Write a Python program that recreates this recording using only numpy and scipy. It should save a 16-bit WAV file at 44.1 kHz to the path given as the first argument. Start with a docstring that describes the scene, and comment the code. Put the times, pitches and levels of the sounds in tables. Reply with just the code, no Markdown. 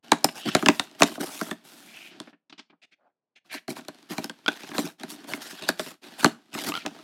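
"""Fingers pop a perforated door out of a cardboard box, fold it back and pry a small tin from its pocket.
First the paper bridges snap, the card flexes and the hollow box thuds: noise bursts, short pings, box ringing.
Between snaps skin and tin scrape on the card: grainy noise coloured by the card. Light taps are short crunches.
Last, the tin knocks in its pocket and chatters as it slides out: ticks and a ringing rim.
A small dry room adds sparse echoes and very faint air; the one microphone is small and easily overloaded."""
import sys
import numpy as np
from scipy import signal
from scipy.fft import rfft, irfft, next_fast_len
from scipy.io import wavfile
from scipy.ndimage import uniform_filter1d

SR = 44100
rng = np.random.default_rng(int(sys.argv[2]) if len(sys.argv) > 2 else 0)


def file_out(sig):
    """Save sig as 16-bit WAV at sys.argv[1]."""
    # one column per channel
    cols = np.atleast_2d(sig).T
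    # limit, then scale
    lim = np.clip(cols, -1, 1)
    pcm = np.round(lim * 32767).astype(np.int16)
    wavfile.write(sys.argv[1], SR, pcm)


N = 310023
TIME = np.arange(N) / SR
BLOW_TIME = np.arange(SR // 5) / SR  # the time within one short sound [s]

# ringing of the hollow box: (frequency [Hz], relative level [dB], time to fall by 60 dB [s])
BOX_MODES = [(172, -13, 0.12), (230, -1, 0.08), (287, 2.5, 0.078), (340, 0, 0.048), (397.6, -6, 0.085),
             (637.5, -8, 0.08), (783, -6, 0.036), (980, -11.5, 0.045)]
# the hand bears on the box, tearing, holding the door open, prying: (start [s], length [s], rasp level [dB])
HAND_GRIPS = [(0.027, 1.51, -56), (1.544, 0.12, -61), (3.442, 0.14, -64.5), (3.683, 0.85, -59.5),
              (4.458, 0.44, -54), (4.981, 0.96, -52.5), (6.333, 0.25, -65.5), (6.508, 0.83, -52.5)]
FIRM_DB = -43.5  # a firm touch: a rub this loud judders fully, lighter ones run smoother
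EDGE_HZ = 16200  # top of the hiss and of the microphone's range


def amp(db):
    """Turns decibels into gain."""
    return 10 ** (np.asarray(db) / 20)


def unit(x):
    """Scales a sound to rms 1."""
    return x / np.sqrt(np.mean(x ** 2) + 1e-20)


def blow(x, db):
    """Scales a short sound to the energy of 10 ms at the level db."""
    return amp(db) * x / np.sqrt(np.sum(x ** 2) / (SR / 100) + 1e-20)


def read(points, hz):
    """Reads a table of (frequency, value) along log frequency."""
    f, value = np.transpose(points)
    return np.interp(np.log(hz + 1), np.log(f), value)


def add(mix, s, sound):
    """Mixes a sound in at time s."""
    part = mix[max(round(s * SR), 0):][:len(sound)]
    part += sound[:len(part)]


def band(x, lo_hz, hi_hz, order=2):
    """Keeps the sound between two frequencies."""
    edges = [lo_hz, min(hi_hz, 0.49 * SR)]
    return signal.sosfilt(signal.butter(order, edges, "band", fs=SR, output="sos"), x)


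def resonate(x, hz, q):
    """Passes a sound through one resonance with gain 1 at its peak."""
    return signal.lfilter(*signal.iirpeak(hz, q, SR), x)


def waver(rate_hz):
    """Makes a smooth random curve of rms 1 that changes up to about rate_hz times a second."""
    smoothing = 1 + (np.fft.rfftfreq(N, 1 / SR) / rate_hz) ** 4
    return unit(irfft(rfft(rng.standard_normal(N)) / smoothing, N))


def snaps(strain_s=0.0028, strain_db=-30, last_db=-17.5):
    """Breaks and buckles of the card: a first strain, the snap itself, then the last fibres."""
    # bridges breaking and card buckling: (time [s], box thud level [dB], card flex level [dB],
    # crack level [dB], flex pitch [Hz], crack pitch [Hz])
    breaks = [(0.1188, -17, -11.5, -17.5, 890, 3950), (0.244, -21, -17.5, -15, 810, 5160),
              (0.55, -17, -15, -18.5, 706, 4020), (0.6256, -21.5, -28.5, -42.5, 1240, 7000),
              (0.6607, -19.5, -20, -19.5, 1700, 2880), (0.6854, -12, -15, -13.5, 1003, 2630),
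              (0.7965, -34, -25.5, -21.5, 970, 3700), (1.0066, -22.5, -28, -37.5, 710, 8300),
              (1.0205, -17.5, -10, -14, 643, 2610), (1.0327, -26, -42, -17.5, 2420, 3774),
              (1.4129, -25, -28, -39, 1530, 4800), (1.5118, -28.5, -30, -35, 1754, 3460),
              (2.2012, -37.5, -42.5, -39, 1007, 3494), (3.6806, -28.5, -34.5, -41.5, 669, 4290),
              (3.8837, -36.5, -37, -39.5, 606, 4160), (4.1818, -26, -32, -35, 2350, 4090),
              (4.243, -33.5, -37.5, -33, 1540, 5220), (4.2966, -39, -37, -37, 1570, 3280),
              (4.782, -21, -25, -28, 520, 4100), (5.0338, -33, -37, -39.5, 1720, 3900),
              (5.3358, -32, -34, -30.5, 2160, 2170), (5.689, -26, -19, -22.5, 1636, 4550),
              (5.7951, -33, -27, -31, 629, 3510), (6.245, -13.5, -12, -18, 1510, 4240),
              (6.26, -19.5, -28, -26.5, 747, 2925), (6.8622, -29.5, -32.5, -30, 778, 2615)]
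    out = np.zeros(N)
    for s, thud_db, flex_db, crack_db, flex_hz, crack_hz in breaks:
        last_s = rng.uniform(0.003, 0.018)
        for delay, db in [(-strain_s, strain_db), (0, 0), (last_s, last_db)]:
            add(out, s + delay, snap(thud_db + db, flex_db + db, crack_db + db, flex_hz, crack_hz))
    return out


def snap(thud_db, flex_db, crack_db, flex_hz, crack_hz, crack_s=0.0012, flex_s=0.0043, thud_rise_s=0.0025):
    """Fibres break at once, the card around them flaps for a few ms, then the box takes up the blow."""
    t = BLOW_TIME
    fibres, flap = rng.standard_normal((2, len(t)))
    fibres = np.sign(fibres) * (np.exp(-t / crack_s) + 0.052 * np.exp(-t / 0.011))
    ping = np.sin(2 * np.pi * crack_hz * t) * np.exp(-t / 0.0016)  # the freed edge rings for a few cycles
    crack = blow(band(fibres, crack_hz * 0.4, crack_hz * 2.51), 0) + blow(ping, 0)
    crack += blow(np.diff(fibres, prepend=0), -12)  # a bright edge

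    flap = flap * (np.exp(-t / flex_s) + 0.15 * np.exp(-t / 0.018))
    bending = np.sin(2 * np.pi * flex_hz * t) * np.exp(-t / 0.0032)
    flex = blow(band(flap, 370, 1750), 0) + blow(bending, 0)

    thud = box_ring(t) * (1 - np.exp(-t / thud_rise_s))
    return blow(crack, crack_db) + blow(flex, flex_db) + blow(thud, thud_db)


def box_ring(t):
    """The box rings in several modes; each blow lands on another spot, so they take different shares."""
    ring = np.zeros(len(t))
    for hz, db, t60 in BOX_MODES:
        fade = amp(db + 2 * rng.standard_normal() - 60 * t / t60)
        sign = rng.choice([-1, 1])
        shifted_hz = hz * (1 + 0.012 * rng.standard_normal())
        ring += fade * sign * np.sin(2 * np.pi * shifted_hz * t)
    return ring


def creaks(rub, per_s=28, thud_db=1, flex_db=-1, crack_db=-3, spread_db=7):
    """While the hand grips, the card keeps giving way in tiny snaps, as loud as the rub allows."""
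    out = np.zeros(N)
    for when, a, b, c, flex, crack in rng.random((round(per_s * N / SR), 6)):
        s = when * N / SR
        if any(start < s < start + length for start, length, _ in HAND_GRIPS):
            levels = np.array([thud_db, flex_db, crack_db]) + spread_db * (2 * np.array([a, b, c]) - 1)
            tiny_snap = snap(*levels, 600 * 2.7 ** flex, 2400 * 2 ** crack)
            add(out, s, rub[int(when * N)] * tiny_snap)
    return out


def bend(x, lag_s=0.001196):
    """Low bending waves in card are slower: a snap sweeps downward, lag_s late at 1 kHz, on time from 4 kHz."""
    size = next_fast_len(N + SR // 4)
    khz = np.fft.rfftfreq(size, 1 / SR) / 1000
    turns = 1000 * lag_s * (4 * np.sqrt(khz) - khz)  # phase lag in whole cycles
    turns = np.where(khz < 4, turns, turns.max())
    return irfft(rfft(x, size) * np.exp(-2j * np.pi * turns), size)[:N]


def rubbing(grip_rumble_db=0, grip_hiss_db=-12.5):
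    """Gains of rasp, rumble and hiss over time: all slides and the dull grips add in power."""
    # slides of a finger, the door or the tin along the card: picking at the bridges, tearing the door free,
    # folding it back, reaching into the pocket, working the tin loose, sliding it out. Soft pressure rumbles,
    # a torn edge hisses: (start [s], length [s], rasp level [dB],
    # rumble level relative to rasp [dB], hiss level relative to rasp [dB])
    slides = [(0.344, 0.068, -44, -25, -2), (0.444, 0.05, -36, 0.5, -9.5), (0.52, 0.32, -47.5, 1, -2.5),
              (0.986, 0.17, -43.5, -28, -2.5), (1.192, 0.048, -39.5, 4.5, 0.5), (1.244, 0.27, -46, -17, 1),
              (1.637, 0.45, -54, -1, -2.5), (2.105, 0.19, -56, 3, -20.5), (3.509, 0.051, -41.5, -23, -4),
              (3.677, 0.038, -40.5, 8.5, -3.5), (3.752, 0.025, -40, -7, -6), (4.087, 0.17, -45, 0, -7),
              (4.473, 0.27, -46.5, -9, -10), (4.732, 0.16, -41.5, 0, -3.5), (5.085, 0.05, -46, -25, 2),
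              (5.268, 0.1, -44, 2.5, -2), (5.403, 0.15, -44.5, -13, -5), (5.563, 0.16, -43, -22, -13.5),
              (5.782, 0.12, -45.5, -27, -0.5), (6.015, 0.31, -49, -2.5, -11.5),
              (6.177, 0.1, -40, -24, -4.5), (6.533, 0.064, -37.5, -6.5, -6), (6.601, 0.074, -41, -18, -1.5),
              (6.66, 0.032, -32.5, 5, 0.5), (6.725, 0.068, -46, -10, -7)]
    grips = [(*grip, grip_rumble_db, grip_hiss_db) for grip in HAND_GRIPS]
    power = np.zeros((3, N))
    for start, length, db, rumble_db, hiss_db in list(slides) + grips:
        gains = amp([[db], [db + rumble_db], [db + hiss_db]])
        power += gains ** 2 * pressure(start, length) ** 2
    return np.sqrt(power)


def pressure(start, length, attack_s=0.018, sag_db=3.5, release_db_per_s=546):
    """A slide or grip bites, eases as it runs, then dies away."""
    t = TIME - start
    fall_db = sag_db * np.clip(t / length, 0, 1) + release_db_per_s * np.clip(t - length, 0, 1)
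    return np.clip(t / attack_s, 0, 1) * amp(-fall_db)


def scrape(rub, soft, sharp, hollow=2):
    """Rubbing rasps in the card, rumbles in the modes of the box and hisses at the torn edges."""
    drive = friction(np.minimum(rub / amp(FIRM_DB), 1))
    hollow_sound = sum(amp(db) * resonate(drive, hz, hz * t60 / 2) for hz, db, t60 in BOX_MODES)
    boxed = drive + hollow * hollow_sound
    rasp = unit(band(drive, 350, 5200, order=4))
    rumble = unit(band(boxed, 110, 540, order=4))
    hiss = unit(band(drive, 5510, EDGE_HZ, order=4))
    return rub * rasp + soft * rumble + sharp * hiss


def friction(firm, grains_per_s=1400, spread_db=4, smooth=1.3, judder_db=3.0, patchy_db=5.5):
    """Fibres catch and let go in clumps; the card's resonances shift as the contact point moves."""
    # colour of rubbed card: (frequency [Hz], level [dB])
    card_colour = [(80, -28), (200, -7.5), (285, -7.5), (480, -21), (680, -8.5), (1150, -13.5), (1550, -9),
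                   (2050, -14), (3300, -11.5), (6500, -18), (12000, -17.5), (16000, -27)]
    sizes = amp(spread_db * np.minimum(rng.exponential(1, N), 5))
    signs = rng.choice([-1, 1], N)
    grains = sizes * signs * (rng.random(N) < grains_per_s / SR)
    judder = amp(judder_db * firm * waver(42))
    drive = (unit(grains) + smooth * rng.standard_normal(N)) * judder

    hz, t, z = signal.stft(drive, SR, nperseg=512, noverlap=384)
    # smooth random patches over frequency and time
    patches = uniform_filter1d(rng.standard_normal(z.shape), size=6, axis=0)
    patches = unit(uniform_filter1d(patches, size=11, axis=1))
    depth = patchy_db * np.interp(t, TIME, firm) / np.hypot(1, hz[:, None] / 6000)  # fine hiss is more even
    z = z * amp(read(card_colour, hz)[:, None] + depth * patches)
    return signal.istft(z, nperseg=512, noverlap=384)[1][:N]


def jolts(jolt_hz=170, decay_s=0.015):
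    """The whole box gives a deep, quickly damped bump."""
    # the box jolts as the door, and later the tin, comes free: (time [s], level [dB])
    bumps = [(1.022, -27.5), (6.255, -23)]
    out, t = np.zeros(N), BLOW_TIME
    for s, db in bumps:
        add(out, s, blow(np.sin(2 * np.pi * jolt_hz * t) * np.exp(-t / decay_s), db))
    return out


def taps(tap_s=0.0022, slow_db=14, rustle_db=-21.5, rustle_s=0.018,
         box_db=2, bright_hz=1730, bright_db_per_octave=-7.5):
    """A short crunch with a grainy rustle after it; above bright_hz, a brighter one thuds less in the box."""
    # light taps, small card snaps and the dull body of the tin's knock: (time [s], level [dB], pitch [Hz])
    light_blows = [(0.2862, -34.5, 2700), (1.178, -35.5, 710), (2.272, -49.5, 1600), (2.328, -55.5, 1750),
                   (2.496, -51, 3620), (2.524, -45.5, 2970), (2.579, -48.5, 3630), (2.591, -42, 3380),
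                   (2.697, -57.5, 2370), (2.725, -60.5, 1000), (4.482, -28.5, 790), (4.715, -39.5, 1700),
                   (4.746, -37.5, 1590), (4.765, -46, 4100), (6.229, -32, 990), (6.85, -37, 1300)]
    out, t = np.zeros(N), BLOW_TIME
    for s, db, hz in light_blows:
        # lighter blows last longer
        u = t / (tap_s * 2 ** ((FIRM_DB - db) / slow_db) + tap_s / 2)
        grains = unit(rng.standard_normal(len(t)) ** 3)
        rustle = amp(rustle_db) * np.tanh(u) * np.exp(-t / rustle_s)  # the card settles
        burst = grains * (u * np.exp(-u) + rustle)
        crunch = band(burst + resonate(burst, hz, 12), hz / 4, hz * 1.54, order=4)
        thud_db = box_db + bright_db_per_octave * max(np.log2(hz / bright_hz), 0)  # relative to the crunch
        thud = box_ring(t) * np.tanh(u / 2)
        add(out, s, blow(crunch, db) + blow(thud, db + thud_db))
    return out


def strokes(wash_db=-12, q=4.9, body_db=-9):
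    """Each swipe swells and fades, sings in one broad resonance of the card and murmurs in the box."""
    # single swipes of a fingertip or the tin across the card:
    # (time [s], length [s], level [dB], pitch [Hz])
    swipes = [(0.373, 0.28, -40, 2980), (1.82, 0.37, -49.5, 2440), (2.816, 0.043, -53.5, 2510),
              (2.91, 0.043, -60, 2280), (2.978, 0.15, -70, 566), (3.353, 0.042, -56, 2350),
              (3.49, 0.11, -39.5, 2200), (5.675, 0.032, -34, 4430), (6.753, 0.1, -46, 2420)]
    out, drive = np.zeros(N), friction(np.full(N, 0.5))
    for s, length, db, hz in swipes:
        touch = drive[round(s * SR):][:round(length * SR)]
        swell = np.sin(np.linspace(0, np.pi, len(touch)))
        brush = unit(resonate(resonate(touch, hz, q), hz, 0.27))
        body = amp(body_db) * unit(band(touch, 140, 1100))
        # a wide rush of noise around the swipe's pitch
        wash = amp(wash_db) * unit(band(touch, hz / 3, hz * 3, order=4))
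        add(out, s, amp(db) * swell * (brush + body + wash))
    return out


def chatter(wobble=0.025):
    """Each knock or slip ticks and rings the rim; its pitch depends on how the pocket pinches it, and wobbles."""
    # the rim knocking in its pocket, then sticking and slipping on the way out:
    # (time [s], level [dB], pitch [Hz])
    slips = [(4.462, -30, 1390), (4.481, -19, 1497), (4.4855, -22, 1520), (6.7208, -31, 1230),
             (6.74, -31, 1330), (6.753, -30, 1370), (6.7645, -34, 1381), (6.775, -32, 1374)]
    # ringing of the rim: (multiple of the pitch [ratio], relative level [dB], time to fall by 60 dB [s])
    rim_modes = [(1, 2, 0.044), (1.68, -7, 0.025), (2.27, 4, 0.016), (3.15, -7, 0.0057)]
    out, t = np.zeros(N), BLOW_TIME
    for s, db, hz in slips:
        turns = hz * np.cumsum(1 + wobble * waver(99)[:len(t)]) / SR
        ring = sum(amp(mode_db - 60 * t / t60) * np.sin(2 * np.pi * k * turns)
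                   for k, mode_db, t60 in rim_modes)
        tick = band(rng.standard_normal(len(t)) * np.exp(-t / 0.00086), 1700, 4560, order=3)
        add(out, s, blow(ring, db) + blow(tick, db - 9.5))
    return out


def room(x):
    """The room sends back sparse reflections, each band dying at its own speed."""
    # ring of the room: (frequency [Hz], time to fall by 60 dB [s])
    room_decay = [(150, 0.25), (14000, 0.23)]
    echoes = rng.choice([-1., 1.], SR // 2) * (rng.random(SR // 2) < 3000 / SR)
    echoes[:round(0.006 * SR)] = 0  # the first echo takes at least 6 ms
    hz, t, z = signal.stft(echoes, SR, nperseg=256)
    fade = amp(-60 * t / read(room_decay, hz)[:, None])
    tail = signal.istft(z * fade, SR, nperseg=256)[1]
    return signal.fftconvolve(x, tail / np.linalg.norm(tail))[:N]


def stillness(db=-92):
    """Barely audible room air: a steady band of soft noise."""
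    return amp(db) * unit(band(rng.standard_normal(N), 120, 700))


def scene(room_db=-18):
    """Adds all sounds of the box and tin, their echoes in the room and the room air."""
    rub, soft, sharp = rubbing()
    box = bend(snaps() + creaks(rub))
    box = box + scrape(rub, soft, sharp) + jolts() + taps() + strokes() + chatter()
    return (box + amp(room_db) * room(box) + stillness())[None]


def record(dry, order=3, ceiling=0.9, low_cut_hz=95):
    """The small microphone loses deep bass, rounds off peaks near its ceiling and cuts the highest treble."""
    thin = signal.sosfilt(signal.butter(order, low_cut_hz, "high", fs=SR, output="sos"), dry)
    held = thin / (1 + (thin / ceiling) ** 10) ** (1 / 10)
    treble_cut = signal.firwin(255, EDGE_HZ, window=("kaiser", 9), fs=SR)
    return signal.oaconvolve(held, treble_cut[None], "same")


dry = scene()
out = record(dry)
file_out(out)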